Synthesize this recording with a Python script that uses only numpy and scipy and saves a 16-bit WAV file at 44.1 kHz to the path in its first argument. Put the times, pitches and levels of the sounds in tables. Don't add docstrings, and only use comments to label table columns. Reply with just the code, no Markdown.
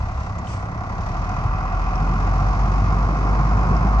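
import sys
import numpy as np
from scipy.fft import rfft, irfft, next_fast_len
from scipy.io import wavfile
from scipy.ndimage import map_coordinates

SR = 44100
rng = np.random.default_rng(int(sys.argv[2]) if len(sys.argv) > 2 else 0)


def generate_wav(sig):
    pcm = np.round(np.clip(np.atleast_2d(sig).T, -1, 1) * 32767).astype(np.int16)
    wavfile.write(sys.argv[1], SR, pcm)


N = 176400

# time in seconds, relative rumble level in dB, relative knock level in dB.
RUMBLE_KNOCK_DB = [(0, -28.5, -36), (.22, -31, -36), (.36, -27, -37.5), (.75, -28.5, -35),
                   (.95, -26.5, -34), (1.25, -25.5, -32.5), (1.8, -24, -32.5), (2.05, -25, -32),
                   (2.4, -24, -31), (2.85, -23, -31.5), (3.25, -26.5, -30.5), (3.7, -23, -29),
                   (4, -24, -29.5)]


def amp(db):
    return 10 ** (np.asarray(db) / 20)


def unit_rms(x):
    return x / np.sqrt(np.mean(x ** 2) + 1e-20)


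def at_hz(points, hz):
    knots_hz, values = np.transpose(points)
    return np.interp(np.log(hz + 1), np.log(knots_hz + 1), values)


def curves(rows):
    times_s, *columns = np.transpose(rows)
    return [np.interp(np.arange(N) / SR, times_s, column) for column in columns]


def wobble(knots_per_s):
    knots = rng.standard_normal(int(N * knots_per_s / SR) + 4)
    return map_coordinates(knots, [np.arange(N) * knots_per_s / SR])


def filtered(x, response):
    size = next_fast_len(N + SR // 2)
    return irfft(rfft(x, size) * response(np.fft.rfftfreq(size, 1 / SR)), size)[..., :N]


def minimum_phase(gains_db):
    cepstrum = irfft(np.log(amp(gains_db)))
    half = len(cepstrum) // 2
    return np.exp(rfft(np.r_[cepstrum[0], 2 * cepstrum[1:half], np.zeros(len(cepstrum) - half)]))


def stereo(pair, colour):
    # frequency in Hz, left-right likeness from 0 to 1.
    likeness = [(60, 1), (250, 0.93), (700, 0.81), (1200, 0.97), (2200, 0.5), (4500, 0.38), (8000, 0.15)]
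    # frequency in Hz, left over right in dB.
    balance_db = [(60, 2.5), (93, 0.5), (140, -0.5), (220, -2.5), (340, 0), (530, -5.5), (820, 2),
                  (1260, -4), (1950, 2), (3000, 4), (4640, 2.5), (7170, 7)]
    # frequency in Hz, phase lead of the left in radians.
    lead_rad = [(0, 0), (200, .12), (430, .15), (690, 1), (1120, .95), (1460, 1.9), (1810, 3.4),
                (2240, 3.2), (2500, 1.6), (2760, 2.3), (4650, 6.4), (5250, 9), (5770, 13.4), (6720, 12.2),
                (7320, 12.2)]
    def blend(hz):
        angle = np.arccos(np.clip(at_hz(likeness, hz), 0, 1)) / 2
        return minimum_phase(at_hz(colour, hz)) * np.array([np.cos(angle), np.sin(angle)])
    def place(hz):
        side = np.array([[.5], [-.5]])
        return amp(side * at_hz(balance_db, hz)) * np.exp(1j * side * at_hz(lead_rad, hz))
    direct, scattered = filtered(pair, blend)
    return unit_rms(filtered(np.array([direct + scattered, direct - scattered]), place))


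def firings(cycles, rise_s, t60_s, repeat, scatter_db, jitter_s, rush_db):
    cylinder_db = [0.76, 0.5, -1.2, 0.15, -0.49, -1.7]
    t = np.arange(SR // 8) / SR
    envelope = (1 - np.exp(-t / rise_s)) * amp(-60 * t / t60_s)
    signatures = rng.standard_normal((len(cylinder_db), 2, len(t)))
    rush = rng.standard_normal((2, N))
    out = np.zeros((2, N + SR))
    onsets = np.flatnonzero(np.diff(np.floor(cycles), prepend=-1))
    for k, onset in enumerate(onsets):
        cylinder = k % len(cylinder_db)
        fresh = rng.standard_normal((2, len(t)))
        burst = np.sqrt(repeat) * signatures[cylinder] + np.sqrt(1 - repeat) * fresh
        start = max(0, onset + int(rng.normal() * jitter_s * SR))
        gain = amp(cylinder_db[cylinder] + scatter_db * rng.normal())
        out[:, start:start + len(t)] += burst * envelope * gain
    return unit_rms(out[:, :N]) + amp(rush_db) * rush


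def exhaust_boom(cycles, revs):
    # time in seconds, level of the fundamental in dB.
    fundamental = [(0, -26.5), (.5, -39), (.88, -35.5), (1.07, -25.5), (1.45, -23.5), (1.75, -21),
                   (2.35, -16), (3.45, -16), (4, -13)]
    # time in seconds, second harmonic in dB, third harmonic in dB.
    overtones = [(0, -26, -32), (.25, -31, -34), (.5, -35, -33), (.78, -32, -35), (1.1, -40, -36),
                 (1.6, -43, -42), (2.3, -38, -40), (2.8, -35, -40), (3.2, -37, -38), (4, -35, -36)]
    lag_cycles, lope_order = .36, 5 / 3
    boom_db, = curves(fundamental)
    angle = 2 * np.pi * (cycles - lag_cycles)
    note = amp(boom_db + wobble(14)) * np.cos(angle)
    for order, level_db in enumerate(curves(overtones), 2):
        note += amp(level_db + 3.6 * wobble(18)) * np.cos(order * angle + .24 * wobble(7.6))
    lope = amp(-31.5 - 20 * revs) * np.cos(lope_order * angle)
    return note + lope


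def exhaust_chugs(rise_s=.009):
    # start in seconds, peak level in dB, pitch in Hz.
    thumps = [(.305, -24, 105), (.369, -24, 106), (.905, -20, 105), (1.451, -18, 114), (2.006, -16, 126),
              (2.089, -16, 134), (2.408, -18, 120), (3.393, -14, 121), (3.703, -14, 138)]
    out = np.zeros(N)
    for start_s, db, hz in thumps:
        t = np.maximum(np.arange(N) / SR - start_s, 0)
        envelope = (t / rise_s * np.exp(1 - t / rise_s)) ** 3
        out -= amp(db) * envelope * np.cos(2 * np.pi * hz * (t - rise_s))
    return out


def exhaust_rumble(cycles):
    # frequency in Hz, relative gain in dB.
    colour = [(20, -56.5), (42, -18.5), (56, 4.5), (72, -4.5), (88, 0.5), (110, 0.5), (135, -5),
              (165, -6.5), (220, -15), (300, -21), (450, -30), (900, -70)]
    level_db, _ = curves(RUMBLE_KNOCK_DB)
    pulses = firings(cycles, rise_s=.0031, t60_s=.12, repeat=.35,
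                     scatter_db=0, jitter_s=.00017, rush_db=-7.5)
    return stereo(pulses, colour) * amp(level_db - 1)


def pipe_roar(cycles):
    # frequency in Hz, relative gain in dB.
    colour = [(60, -54.5), (130, 6), (190, 6.5), (280, -3.5), (420, -8), (600, -13), (1200, -60)]
    # time in seconds, level in dB.
    levels = [(0, -43.5), (.9, -37), (1.05, -38.5), (1.85, -45.5), (2.02, -29.5), (2.4, -34.5),
              (2.6, -33.5), (3.05, -29), (3.3, -28), (3.5, -30.5), (3.7, -26), (4, -32)]
    level_db, = curves(levels)
    pulses = firings(cycles, rise_s=.0019, t60_s=.12, repeat=.35,
                     scatter_db=1.2, jitter_s=.0001, rush_db=-7)
    return stereo(pulses, colour) * amp(level_db)


def block_knock(cycles):
    # frequency in Hz, relative gain in dB.
    colour = [(100, -21.5), (300, -13), (530, -18), (620, -11.5), (690, -2.5), (780, -2.5), (860, -6),
              (980, -4), (1150, -4), (1270, -8.5), (1450, -11), (1600, -14), (1850, -22), (2200, -23.5),
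              (2600, -25), (2950, -39), (5000, -51.5), (12000, -106.5)]
    _, level_db = curves(RUMBLE_KNOCK_DB)
    blows = firings(cycles, rise_s=.006, t60_s=.11, repeat=.93,
                    scatter_db=.6, jitter_s=.00002, rush_db=-3.5)
    return stereo(blows, colour) * amp(level_db + 1.31)


def block_ring(cycles, revs):
    # frequency in Hz, width in Hz, level in dB at idle, at middle revs, at full revs.
    modes = [(650, 55, -43, -47, -45), (748, 30, -44, -36, -37.5), (1074, 30, -54, -42.5, -36.5),
             (1160, 80, -44.5, -36, -40), (1345, 50, -49, -43, -48), (1968, 65, -50, -50, -58),
             (2130, 110, -66, -52, -50), (2450, 120, -62, -50, -57), (5035, 170, -68, -60, -59)]
    middle_revs, waver_db = .6, .8
    blows = firings(cycles, rise_s=.005, t60_s=.15, repeat=.85,
                    scatter_db=.5, jitter_s=.00001, rush_db=-5)
    drive = stereo(blows, colour=[(1000, 0)])
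    out = np.zeros((2, N))
    for hz, width_hz, *levels_db in modes:
        def resonance(f):
            band = 1j * f * width_hz / (hz * hz - f * f + 1j * f * width_hz)
            return band / (1 + (f / hz - hz / (f + 1)) ** 4)
        level_db = np.interp(revs, [0, middle_revs, 1], levels_db) + waver_db * wobble(9)
        out += unit_rms(filtered(drive, resonance)) * amp(level_db)
    return out


def valve_gear(cycles):
    # frequency in Hz, relative gain in dB.
    colour = [(800, -17.5), (1900, 12.5), (2500, -3), (3000, -0.5), (3800, -2), (5050, 1), (5600, 0.5),
              (6400, -2), (7200, -10), (8400, -20.5), (9500, -38.5)]
    # time in seconds, level in dB.
    levels = [(0, -50), (.24, -49), (.4, -50), (.85, -50.5), (1.02, -46.5), (1.35, -46.5), (1.58, -49),
              (1.9, -47), (2.6, -44.5), (3.15, -46.5), (3.45, -45.5), (4, -46.5)]
    level_db, = curves(levels)
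    rattle = firings(cycles, rise_s=.002, t60_s=.084, repeat=.87,
                     scatter_db=1.2, jitter_s=.00001, rush_db=-1.5)
    return stereo(rattle, colour) * amp(level_db)


def injector_clack(cycles, revs):
    # frequency in Hz, relative gain in dB.
    colour = [(900, -32), (1500, -6), (1950, 10.5), (2500, -2), (2950, -20.5), (5000, -18.5), (9000, -46)]
    clacks = firings(cycles, rise_s=.0012, t60_s=.019, repeat=.23,
                     scatter_db=1.8, jitter_s=.00005, rush_db=-7.5)
    return stereo(clacks, colour) * amp(-53.5 + 1.7 * revs)


def air_valve(open_s=.466, rise_s=.025, hold_s=.035, t60_s=.49, puff_db=-45):
    # frequency in Hz, relative gain in dB.
    puff_colour = [(500, -25), (1800, 2.5), (2500, 3), (3300, -2), (3900, -7.5), (5300, -1), (6300, -2.5),
                   (7200, -7), (8300, -6.5), (9800, -30)]
    seep_colour = [(1500, -14), (2400, -15), (2720, 7.5), (3150, -11.5), (3750, -5), (4500, -7.5),
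                   (6500, -8), (8000, -15), (10000, -51)]
    # time in seconds, level in dB.
    seep_levels = [(0, -56), (.12, -60), (.23, -51.5), (.36, -68), (.47, -55), (.7, -89.5)]
    seep_db, = curves(seep_levels)
    t = np.arange(N) / SR - open_s
    rise = np.sqrt(np.clip(t / rise_s, 0, 1))
    fall = amp(-60 * np.maximum(t - rise_s - hold_s, 0) / t60_s)
    puff = amp(puff_db) * rise * fall * stereo(rng.standard_normal((2, N)), puff_colour)
    seep = amp(seep_db) * stereo(rng.standard_normal((2, N)), seep_colour)
    return puff + seep


def metal_ticks(t60_s=.032, width_share=.07):
    # start in seconds, level in dB, pitch in Hz, left over right in dB.
    contacts = [(0.387, -42.5, 6540, 7), (0.461, -47, 6000, 6), (0.471, -41.5, 3000, -1),
                (1.2925, -45, 6000, 10), (1.957, -43, 5540, 8), (3.766, -39.5, 5300, 8)]
    out = np.zeros((2, N))
    for start_s, db, hz, pan_db in contacts:
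        t = np.arange(N) / SR - start_s
        band = lambda f: 1 / (1 + ((f - hz) / (width_share * hz)) ** 2)
        ring = unit_rms(filtered(rng.standard_normal((2, N)), band))
        envelope = (t > 0) * amp(db - 60 * np.abs(t) / t60_s)
        out += ring * envelope * amp([[pan_db / 2], [-pan_db / 2]])
    return out


def scene():
    # time in seconds, firing rate in Hz.
    speed = [(0.0, 33.64), (0.5, 33.24), (0.8, 32.94), (1.05, 36.09), (1.3, 40.92), (1.6, 41.73),
             (1.9, 43.39), (2.3, 45.1), (2.7, 48.09), (3.2, 49.36), (3.6, 50.13), (4.0, 50.94)]
    idle_hz, full_hz = 33, 50
    lead_s, offset_cycles = .043, .2
    firing_hz, = curves(speed)
    revs = (firing_hz - idle_hz) / (full_hz - idle_hz)
    pipe_cycles = np.cumsum(firing_hz) / SR
    block_cycles = pipe_cycles + lead_s * firing_hz - offset_cycles
    pipe_noise = exhaust_rumble(pipe_cycles) + pipe_roar(pipe_cycles)
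    clatter = block_knock(block_cycles) + injector_clack(block_cycles, revs) + valve_gear(block_cycles)
    exhaust = exhaust_boom(pipe_cycles, revs) + exhaust_chugs() + pipe_noise
    return exhaust + clatter + block_ring(block_cycles, revs) + air_valve() + metal_ticks()


def record(dry):
    cutoff_hz = 9300
    return filtered(dry, lambda hz: 1 / np.sqrt(1 + (hz / cutoff_hz) ** 60))


dry = scene()
out = record(dry)
generate_wav(out)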